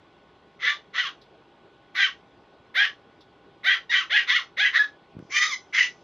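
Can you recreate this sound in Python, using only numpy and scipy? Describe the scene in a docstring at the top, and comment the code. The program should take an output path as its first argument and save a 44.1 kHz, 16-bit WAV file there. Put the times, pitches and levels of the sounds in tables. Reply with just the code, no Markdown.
"""An appliance drones in quiet room air; then two small puppies on a bed bark close by, in a small room.
Voices: fold-pulse harmonics give way to breath noise as they turn hoarse; mouth resonances shape both,
and whistling lines join in. Paws thump the mattress as sagging low pushes;
bedding rustle, dry ticks and room air are shaped noise; the drone is a set of wavering sines."""
import sys
import numpy as np
from scipy import signal
from scipy.fft import rfft, irfft, next_fast_len
from scipy.io import wavfile
from scipy.ndimage import uniform_filter1d, map_coordinates

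SR = 44100
rng = np.random.default_rng(int(sys.argv[2]) if len(sys.argv) > 2 else 0)


def waveform_to_disk(signal):
    """Save audio, clipped to [-1, 1], as 16-bit WAV at the path in sys.argv[1]."""
    frames = np.transpose(np.atleast_2d(signal))
    scaled = np.clip(frames, -1, 1) * 32767
    samples = np.round(scaled).astype(np.int16)
    wavfile.write(sys.argv[1], SR, samples)


def level_to_linear(level):
    """Convert decibel levels to linear amplitude factors, elementwise."""
    exponent = np.asarray(level, float) / 20
    return 10 ** exponent


N = 265923


def unit(x):
    """Scaled to rms 1."""
    return x / np.sqrt(np.mean(x ** 2) + 1e-20)


def along(points, hz):
    """(frequency [Hz], value) points read on a log-frequency axis."""
    f, v = np.transpose(points)
    return np.interp(np.log(hz + 1), np.log(f + 1), v)


def wobble(knots_per_s, size):
    """A smooth random curve through normally distributed knots."""
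    knots = rng.standard_normal(int(size * knots_per_s / SR) + 4)
    return map_coordinates(knots, [np.arange(size) * knots_per_s / SR])


def filtered(x, response):
    """x times a response of frequency."""
    m = next_fast_len(N + SR // 2)
    return irfft(rfft(x, m) * response(np.fft.rfftfreq(m, 1 / SR)), m)[..., :N]


# vocal folds, one curve a bark: (time [s], pitch [Hz], hoarseness [0-1])
FOLDS = [
    [(.58, 480, 1), (.645, 500, .85), (.67, 585, .55), (.722, 582, .6), (.79, 560, .7)],
    [(.925, 450, .85), (.96, 620, .8), (1.0, 770, .65), (1.015, 760, .3), (1.035, 690, .22),
     (1.055, 560, .3), (1.075, 530, .6), (1.11, 480, .8)],
    [(1.94, 500, .85), (1.97, 720, .7), (2.005, 815, .5), (2.035, 790, .3), (2.06, 750, .25),
     (2.075, 575, .3), (2.12, 480, .75)],
    [(2.738, 370, .1), (2.761, 598, .2), (2.778, 762, .05), (2.798, 810, .3), (2.819, 838, .45),
     (2.855, 792, .7), (2.869, 576, .1), (2.92, 565, .7)],
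    [(3.625, 360, .5), (3.65, 616, .3), (3.663, 724, .1), (3.678, 781, .25), (3.705, 806, .5),
     (3.733, 789, .4), (3.79, 634, .8)],
    [(3.89, 920, .03), (3.914, 965, .05), (3.92, 800, .75), (3.96, 760, .7), (3.985, 770, .35),
     (4.0, 770, .25), (4.03, 540, .22), (4.06, 450, .6)],
    [(4.092, 380, .4), (4.121, 676, 0), (4.14, 834, .15), (4.162, 848, .36), (4.192, 809, .77),
     (4.25, 802, .9)],
    [(4.265, 480, .8), (4.305, 510, .45), (4.335, 590, .25), (4.35, 650, .3), (4.362, 725, .22),
     (4.376, 720, .25), (4.388, 600, .12), (4.405, 500, .15), (4.44, 350, .3)],
    [(4.562, 370, .4), (4.59, 660, .12), (4.605, 775, .12), (4.62, 845, .25), (4.645, 850, .4),
     (4.66, 780, .65), (4.71, 700, .8)],
    [(4.72, 470, .6), (4.75, 576, .5), (4.764, 627, .3), (4.778, 647, .1), (4.788, 850, .6),
     (4.86, 838, .8)],
    [(5.29, 950, .8), (5.335, 1150, .6), (5.36, 1190, .4), (5.42, 1230, .42), (5.46, 1250, .55),
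     (5.485, 1245, .3), (5.512, 1150, .2), (5.53, 1050, .15), (5.548, 995, .2), (5.59, 960, .6)],
    [(5.722, 1050, 1), (5.77, 1010, .8), (5.79, 974, .75), (5.801, 990, .3), (5.83, 989, .35),
     (5.89, 914, .5)],
]
# mouth at full effort, one row a bark: (settled first resonance [Hz], second early [Hz], second late [Hz],
# second re first [dB], third re first [dB], throat re first [dB])
MOUTHS = [(1940, 3420, 3440, -5, -17, -18.5), (1833, 3310, 3070, -0.5, -12.5, -12),
          (1874, 3740, 3050, -3.5, -17, -19.5), (1772, 3630, 3000, -3, -21, -23.5),
          (1880, 3710, 3120, -4, -21, -19.5), (1908, 3700, 2960, -2.5, -14.5, -14.5),
          (1786, 3400, 2880, -0.5, -20.5, -23), (1910, 3550, 3140, -1, -14, -14),
          (1885, 3700, 2970, -3.5, -18, -25.5), (1805, 3680, 3610, -6, -16.5, -17),
          (2098, 2940, 3390, -7.5, -3.5, -23.5), (2010, 3300, 2800, -6.5, -9, -29)]
# weak extras at full effort, one row a bark: (chest tone [dB], steady high hiss [dB], opening hiss [dB])
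EXTRAS = [(-31.5, -47, -62), (-28.5, -46, -61.5), (-36, -50, -29), (-23.5, -47.5, -27), (-23.5, -44, -29),
          (-44, -47.5, -59.5), (-23.5, -45.5, -50.5), (-40, -44, -54.5), (-23, -45.5, -40.5),
          (-37, -44, -55.5), (-24.5, -40, -52), (-41, -47, -45.5)]
# fourth resonance, one value a bark: level re first [dB]
SHOULDER_DB = [-12, -7, -15, -20, -20, -15, -17, -11, -17, -13, -19, -21]


def puppies():
    """Every bark with its own randomly drawn room tail."""
    out = np.zeros(N + SR)
    for folds, shape, extra, shoulder_db in zip(FOLDS, MOUTHS, EXTRAS, SHOULDER_DB):
        start = round(folds[0][0] * SR)
        voice = bark(folds, *shape, *extra, shoulder_db)
        echo = level_to_linear(-7.0) * room(voice)
        out[start:][:len(voice)] += voice
        out[start:][:len(echo)] += echo
    return out[:N]


SOFT_SPAN_DB = 15  # softness runs 0-1 over this span below the bark's peak
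# gain at full softness [dB]: (while swelling, while fading)
SECOND_SOFT_DB, THIRD_SOFT_DB, THROAT_SOFT_DB = (1.5, 7), (3, 6.5), (10, 19.5)
HISS_SOFT_DB, CHEST_SOFT_DB = (1, 8.5), (3, 13.5)
DARK_DB, DARK_S = 12, .01  # second to fourth resonances start this much weaker and recover
JAW_HZ, JAW_S = 220, 0.035  # first resonance starts this much higher and settles
CLOSING = (0.13, 0.6)  # part of the bark over which the second resonance slides
CHEST_FADE_DB, CHEST_HOLD_S, CHEST_FADE_S = 18, .062, .028
OPENING_FADE_DB_PER_S = 350


def bark(folds, first_hz, early_hz, late_hz, second_db, third_db, throat_db,
         chest_db, hiss_db, opening_db, shoulder_db):
    """Fold harmonics traded against breath noise, through a mouth that moves with effort and age."""
    s, *curves = np.transpose(folds)
    t = np.arange(s[0], s[-1], 1 / SR)
    age, level_db = t - s[0], effort(t)
    pitch, hoarse = (np.interp(t, s, c) for c in curves)
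    soft = np.clip((level_db.max() - level_db) / SOFT_SPAN_DB, 0, 1)
    swelling = t < t[level_db.argmax()]

    def soft_gain(pair):
        return soft * np.where(swelling, *pair)

    dark_db = DARK_DB * np.exp(-age / DARK_S)
    shape = [first_hz + JAW_HZ * np.exp(-age / JAW_S),
             np.interp(age / age[-1], CLOSING, [early_hz, late_hz]),
             second_db + soft_gain(SECOND_SOFT_DB) - dark_db,
             third_db + soft_gain(THIRD_SOFT_DB) - dark_db,
             throat_db + soft_gain(THROAT_SOFT_DB),
             shoulder_db - dark_db]

    # unsteady folds smear the lines
    half_phase = np.pi * np.cumsum(pitch * (1 + .035 * hoarse * wobble(257.2, len(t)))) / SR
    tone, drift = fold_lines(pitch, hoarse, half_phase, shape)
    rasp, hiss = breath(age, hoarse, half_phase, shape)

    chest_fade_db = CHEST_FADE_DB * np.clip((age - CHEST_HOLD_S) / CHEST_FADE_S, 0, 1)
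    chest_gain = level_to_linear(chest_db + soft_gain(CHEST_SOFT_DB) - chest_fade_db + drift * 7.6)
    chest = chest_gain * np.sin(2 * half_phase)
    hiss_gain = level_to_linear(hiss_db + soft_gain(HISS_SOFT_DB)) + level_to_linear(opening_db - OPENING_FADE_DB_PER_S * age)
    voice = tone + rasp + chest + hiss_gain * hiss
    edge = np.clip(np.minimum(age, t[-1] - t) / 0.0018, 0, 1)
    return edge * level_to_linear(level_db) * voice + whistle(t, 2 * half_phase)


# breath pushes, some barks have several:
# (start [s], rise [s], time to fall by FALL_DB [s], peak level [dB], rise power [1])
PUSHES = [(0.583, 0.097, 0.08, -17, 2.01), (0.926, 0.063, .07, -19, 1.8), (1.02, .045, .05, -28, 1.1),
          (1.943, 0.083, 0.0756, -12.5, 1.25), (2.74, 0.063, 0.09, -11.5, 1.27),
          (3.629, .05, .08, -14, 1.7), (3.68, .045, .055, -16, 1.1), (3.894, 0.063, 0.0936, -14.5, .7),
          (4.095, 0.067, 0.0841, -12.5, 1.06), (4.265, .04, .07, -16, 1.6), (4.31, .055, .045, -18, 1.1),
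          (4.37, .03, .06, -36, 1.1), (4.565, .04, .08, -16, 1.3), (4.61, .055, .04, -17, 1.1),
          (4.72, 0.044, 0.04, -12.5, 1.9), (4.77, 0.037, 0.07, -26.5, 1.2), (5.292, 0.093, 0.02, -16, 1.8),
          (5.395, .03, .09, -17, 1.4), (5.49, 0.05, 0.02, -23.5, 1.2), (5.724, 0.075, 0.08, -11, 1.15)]
FALL_DB, FALL_POWER = 30.5, 1.56


def effort(t):
    """Level in dB: every push rises by a power law and falls ever faster."""
    start, rise, fall, db, power = np.transpose(PUSHES)[:, :, None]
    up = np.clip((t - start) / rise, 0, 1) ** power
    down = level_to_linear(db - FALL_DB * np.clip((t - start - rise) / fall, 0, None) ** FALL_POWER)
    return 20 * np.log10((up * down).sum(0) + 1e-5)


# head and microphone colour of the voices: (frequency [Hz], level [dB])
HEAD = [(500, -53), (900, -21.5), (1100, -4.5), (1400, 10), (2600, -1.5), (4250, -3.5), (4700, -5),
        (5700, -7.5), (6500, -12.5), (7300, -38), (8100, -54.5), (9000, -55.5)]
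# half-pitch lines grow with hoarseness up to a ceiling
HALF_DB, HALF_DB_PER_HOARSE, HALF_TOP_DB = -28.5, 50.5, -7.5


def fold_lines(pitch, hoarse, half_phase, shape):
    """Fold pulses as harmonics of half the pitch; also returns the lowest line's drift."""
    size = len(pitch)
    k = np.arange(1, 40)[:, None]
    line_hz = k * pitch / 2
    half_db = np.minimum(HALF_DB + HALF_DB_PER_HOARSE * hoarse, HALF_TOP_DB)
    gain = mouth(line_hz, *shape) * level_to_linear(along(HEAD, line_hz) + half_db * (k % 2))
    # each line swells on its own; high lines lose step first
    drift = hoarse * np.array([wobble(66.4, size) for _ in k])
    blur = hoarse * k * pitch / 2600 * np.array([wobble(150, size) for _ in k])
    clear = np.sqrt(1 - breath_share(line_hz, hoarse))
    lines = gain * clear * level_to_linear(4.2 * drift) * np.sin(k * half_phase + blur)
    return lines.sum(0) / np.sqrt((gain ** 2).sum(0) / 2), drift[0]


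def breath_share(hz, hoarse):
    """Share of power that is breath noise; it takes the highs first."""
    return np.clip(hoarse, .01, .99) ** np.clip(2200 / (hz + 1), .45, 2.2)


# high hiss colour: (frequency [Hz], level [dB])
AIRY = [(8000, -27), (10000, -3.5), (11500, 2), (13000, -2.5)]


def breath(age, hoarse, half_phase, shape):
    """Noise puffed at the pitch: a rasp coloured by the mouth, and a high airy hiss at rms 1."""
    size = len(age)
    puffs = rng.standard_normal(size) * (1 + 0.51 * np.cos(2 * half_phase)) * level_to_linear(2.2 * wobble(110, size))
    hz, frame_s, z = signal.stft(unit(puffs), SR, nperseg=256)
    frame_shape = [np.interp(frame_s, age, c) for c in shape]
    colour = mouth(hz[:, None], *frame_shape) * level_to_linear(along(HEAD, hz))[:, None]
    colour = colour / np.sqrt(np.mean(colour ** 2, 0))
    share = breath_share(hz[:, None], np.interp(frame_s, age, hoarse))
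    rasp = signal.istft(z * colour * np.sqrt(share), SR, nperseg=256)[1][:size]
    hiss = signal.istft(z * level_to_linear(along(AIRY, hz))[:, None], SR, nperseg=256)[1][:size]
    return rasp, unit(hiss)


def mouth(hz, first_hz, second_hz, second_db, third_db, throat_db, shoulder_db):
    """Throat and four mouth resonances; neighbours one to three oppose in phase and leave valleys."""
    def peak(centre_hz, width_hz):
        return 1j * width_hz * hz / (centre_hz ** 2 - hz ** 2 + 1j * width_hz * hz)

    front = peak(first_hz, 170) - level_to_linear(second_db) * peak(second_hz, 371) + level_to_linear(third_db) * peak(7320, 2000)
    throat = level_to_linear(throat_db) * np.abs(peak(1060, 330)) ** 2
    shoulder = level_to_linear(shoulder_db) * np.abs(peak(3950, 520)) ** 2
    return np.hypot(np.abs(front) ** 1.125, throat + shoulder)


# whistling lines in the barks, from a second vibration in the larynx;
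# the one near 3140 Hz is the sum of whistle and fold pitch:
# (start [s], end [s], first frequency [Hz], last frequency [Hz], level [dB])
WHISTLES = [(.63, .667, 1990, 1990, -26), (.98, 1.008, 1950, 1950, -26), (2.02, 2.04, 1850, 1900, -20),
            (2.8, 2.85, 1850, 1820, -21), (3.672, 3.735, 1950, 1900, -22), (3.93, 3.97, 1960, 1950, -23),
            (4.165, 4.2, 1980, 1880, -18), (4.295, 4.315, 1900, 2050, -22), (4.34, 4.376, 1950, 1950, -23),
            (4.645, 4.676, 1970, 1970, -19), (4.786, 4.826, 1700, 1695, -14),
            (5.335, 5.44, 3120, 3160, -33), (5.355, 5.47, 1940, 1990, -25), (5.797, 5.823, 1960, 1960, -13)]
WHISTLE_ON_S, WHISTLE_OFF_S = .006, .0035


def whistle(t, fold_phase):
    """Whistling lines, each with weak overtones and a line at the sum of its own and the fold pitch."""
    out = np.zeros(len(t))
    for start, end, first_hz, last_hz, db in WHISTLES:
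        gate = np.clip(np.minimum((t - start) / WHISTLE_ON_S, (end - t) / WHISTLE_OFF_S), 0, 1)
        glide_hz = np.interp(t, [start, end], [first_hz, last_hz])
        phase = 2 * np.pi * np.cumsum(glide_hz) / SR + .3 * wobble(90, len(t))
        swell = level_to_linear(db + 3 + 1.6 * wobble(80, len(t)))
        overtones = 0.065 * np.sin(2 * phase) + 0.03 * np.sin(3 * phase)
        out += gate * swell * (np.sin(phase) + 0.04 * np.sin(phase + fold_phase) + overtones)
    return out


# small room: (frequency [Hz], t60 [s])
ROOM = [(500, 0.24), (2000, 0.15), (6000, 0.2), (12000, 0.12)]


def room(x):
    """A diffuse tail, 200 samples late, in which each frequency dies at its own speed."""
    hz, t, z = signal.stft(rng.standard_normal(SR // 3), SR, nperseg=256)
    tail = signal.istft(z * level_to_linear(-60 * t / along(ROOM, hz)[:, None]), SR, nperseg=256)[1]
    return signal.fftconvolve(np.pad(x, (200, 0)), tail / np.linalg.norm(tail))


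# paws on the mattress: (time [s], relative level [dB], starting frequency [Hz])
THUMPS = [(5.151, -38, 209), (5.167, -26.5, 164.4), (5.187, -31, 202), (5.199, -34.5, 305),
          (5.205, -37, 221.4), (5.225, -34, 189), (5.25, -42.5, 220)]
# small clicks among the thumps: (time [s], relative level [dB])
CLAWS = [(5.1919, -43), (5.205, -47)]


def bed():
    """Paw thumps as low pushes that sag in pitch, with short noise clicks among them."""
    out, t = np.zeros(N + SR), np.arange(SR // 8) / SR
    decay_db = -60 * t / 0.017
    for s, db, hz in THUMPS:
        sag = np.sin(2 * np.pi * hz * t * np.exp(-t / 0.026))
        push = sag * level_to_linear(decay_db) * (1 - np.exp(-t / 0.00053))
        out[round(s * SR):][:len(t)] += level_to_linear(db + 8.5) * push
    for s, db in CLAWS:
        dull = np.convolve(rng.standard_normal(len(t)), np.blackman(27) / 4, "same")
        out[round(s * SR):][:len(t)] += level_to_linear(db + decay_db) * dull
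    # third-order low cut at 80 Hz
    return filtered(out[:N], lambda hz: (1j * hz / 80) ** 3 / (1 + 1j * hz / 80) ** 3)


# faint dry ticks: (time [s], level before colouring [dB])
TICKS = [(1.2137, -60), (3.205, -61)]
# tick colour: (frequency [Hz], level [dB])
TICK_COLOUR = [(2500, -30), (3400, 22), (4500, 14.5), (5600, 8.5), (7000, -15.0)]


def dry_ticks():
    """Short decaying noise bursts, band-shaped in the treble."""
    out, t = np.zeros(N + SR), np.arange(SR // 8) / SR
    for s, db in TICKS:
        burst = rng.standard_normal(len(t)) * (1 - np.exp(-t / 0.0029))
        out[round(s * SR):][:len(t)] += level_to_linear(db - 60 * t / 0.13) * burst
    return filtered(out[:N], lambda hz: level_to_linear(along(TICK_COLOUR, hz)))


# bedding rustle colour: (frequency [Hz], level [dB per Hz])
RUSTLE = [(3000, -25), (4300, -3), (5800, 0), (7000, -12), (8000, -40)]
RUSTLE_S, RUSTLE_RISE_S, RUSTLE_DB = 5.17, .08, -72


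def rustle():
    """A faint treble hiss that swells unevenly once the puppies shift."""
    gate = np.clip((np.arange(N) / SR - RUSTLE_S) / RUSTLE_RISE_S, 0, 1)
    hiss = unit(filtered(rng.standard_normal(N), lambda hz: level_to_linear(along(RUSTLE, hz))))
    return gate * level_to_linear(RUSTLE_DB + 2.5 * wobble(9, N)) * hiss


# appliance tones: (frequency [Hz], relative level [dB])
DRONE = [(344.5, -75), (581.4, -74), (802.1, -66), (1087, -70), (1427, -76.5), (1486, -67.5), (3327, -77)]
# mains hum: (frequency [Hz], relative level [dB])
HUM = (64, -76)


def drone():
    """Appliance tones and mains hum as sines wavering in level and phase."""
    t, out = np.arange(N) / SR, np.zeros(N)
    for hz, db in DRONE + [HUM]:
        waver = level_to_linear(db + 0.5 + 1.2 * wobble(4.6, N))
        out += waver * np.sin(2 * np.pi * hz * t + 0.31 * wobble(5.1, N))
    return out


# room air colour: (frequency [Hz], level [dB per Hz])
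AIR = [(15, -45.5), (25, -22), (48, -12.5), (169, -2.5), (203, -6), (411, 0), (481, -5), (901, -7.5),
       (1110, -8.5), (1330, -15), (1440, -13.5), (1560, -16.5), (3420, -18), (5200, -31), (13000, -60.5)]
AIR_RMS_DB = -56.5


def room_air():
    """Coloured noise, slightly patchy in time and frequency."""
    z = signal.stft(rng.standard_normal(N), nperseg=512)[2]
    patches = uniform_filter1d(uniform_filter1d(rng.standard_normal(z.shape), 5, 0), 8, 1)
    air = signal.istft(z * level_to_linear(1.5 * unit(patches)), nperseg=512)[1][:N]
    return level_to_linear(AIR_RMS_DB) * unit(filtered(air, lambda hz: level_to_linear(along(AIR, hz))))


def scene():
    """One microphone, heard on both channels."""
    mono = puppies() + bed() + dry_ticks() + rustle() + drone() + room_air()
    return np.tile(mono, (2, 1))


def low_pass(x):
    """Removes everything above the highest recorded frequency."""
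    return signal.sosfilt(signal.butter(12, 13210, fs=SR, output="sos"), x)


# treble difference between channels: (frequency [Hz], level re mid [dB])
SIDE = [(4000, -70), (4500, -5.5), (6000, -5.5), (12000, -5)]


def record(dry):
    """Gain control ducks under loud barks; random phases make the treble differ between the channels."""
    loudness = np.sqrt(np.abs(uniform_filter1d(dry[0] ** 2, 1500)))
    mid = dry[0] * (1 + loudness / level_to_linear(-19)) ** -.5
    hz, _, z = signal.stft(mid, SR, nperseg=512)
    scatter = np.exp(2j * np.pi * rng.random(z.shape)) * level_to_linear(along(SIDE, hz))[:, None]
    side = signal.istft(z * scatter, SR, nperseg=512)[1][:N]
    return low_pass(np.array([mid + side, mid - side]))


dry = scene()
out = record(dry)
waveform_to_disk(out)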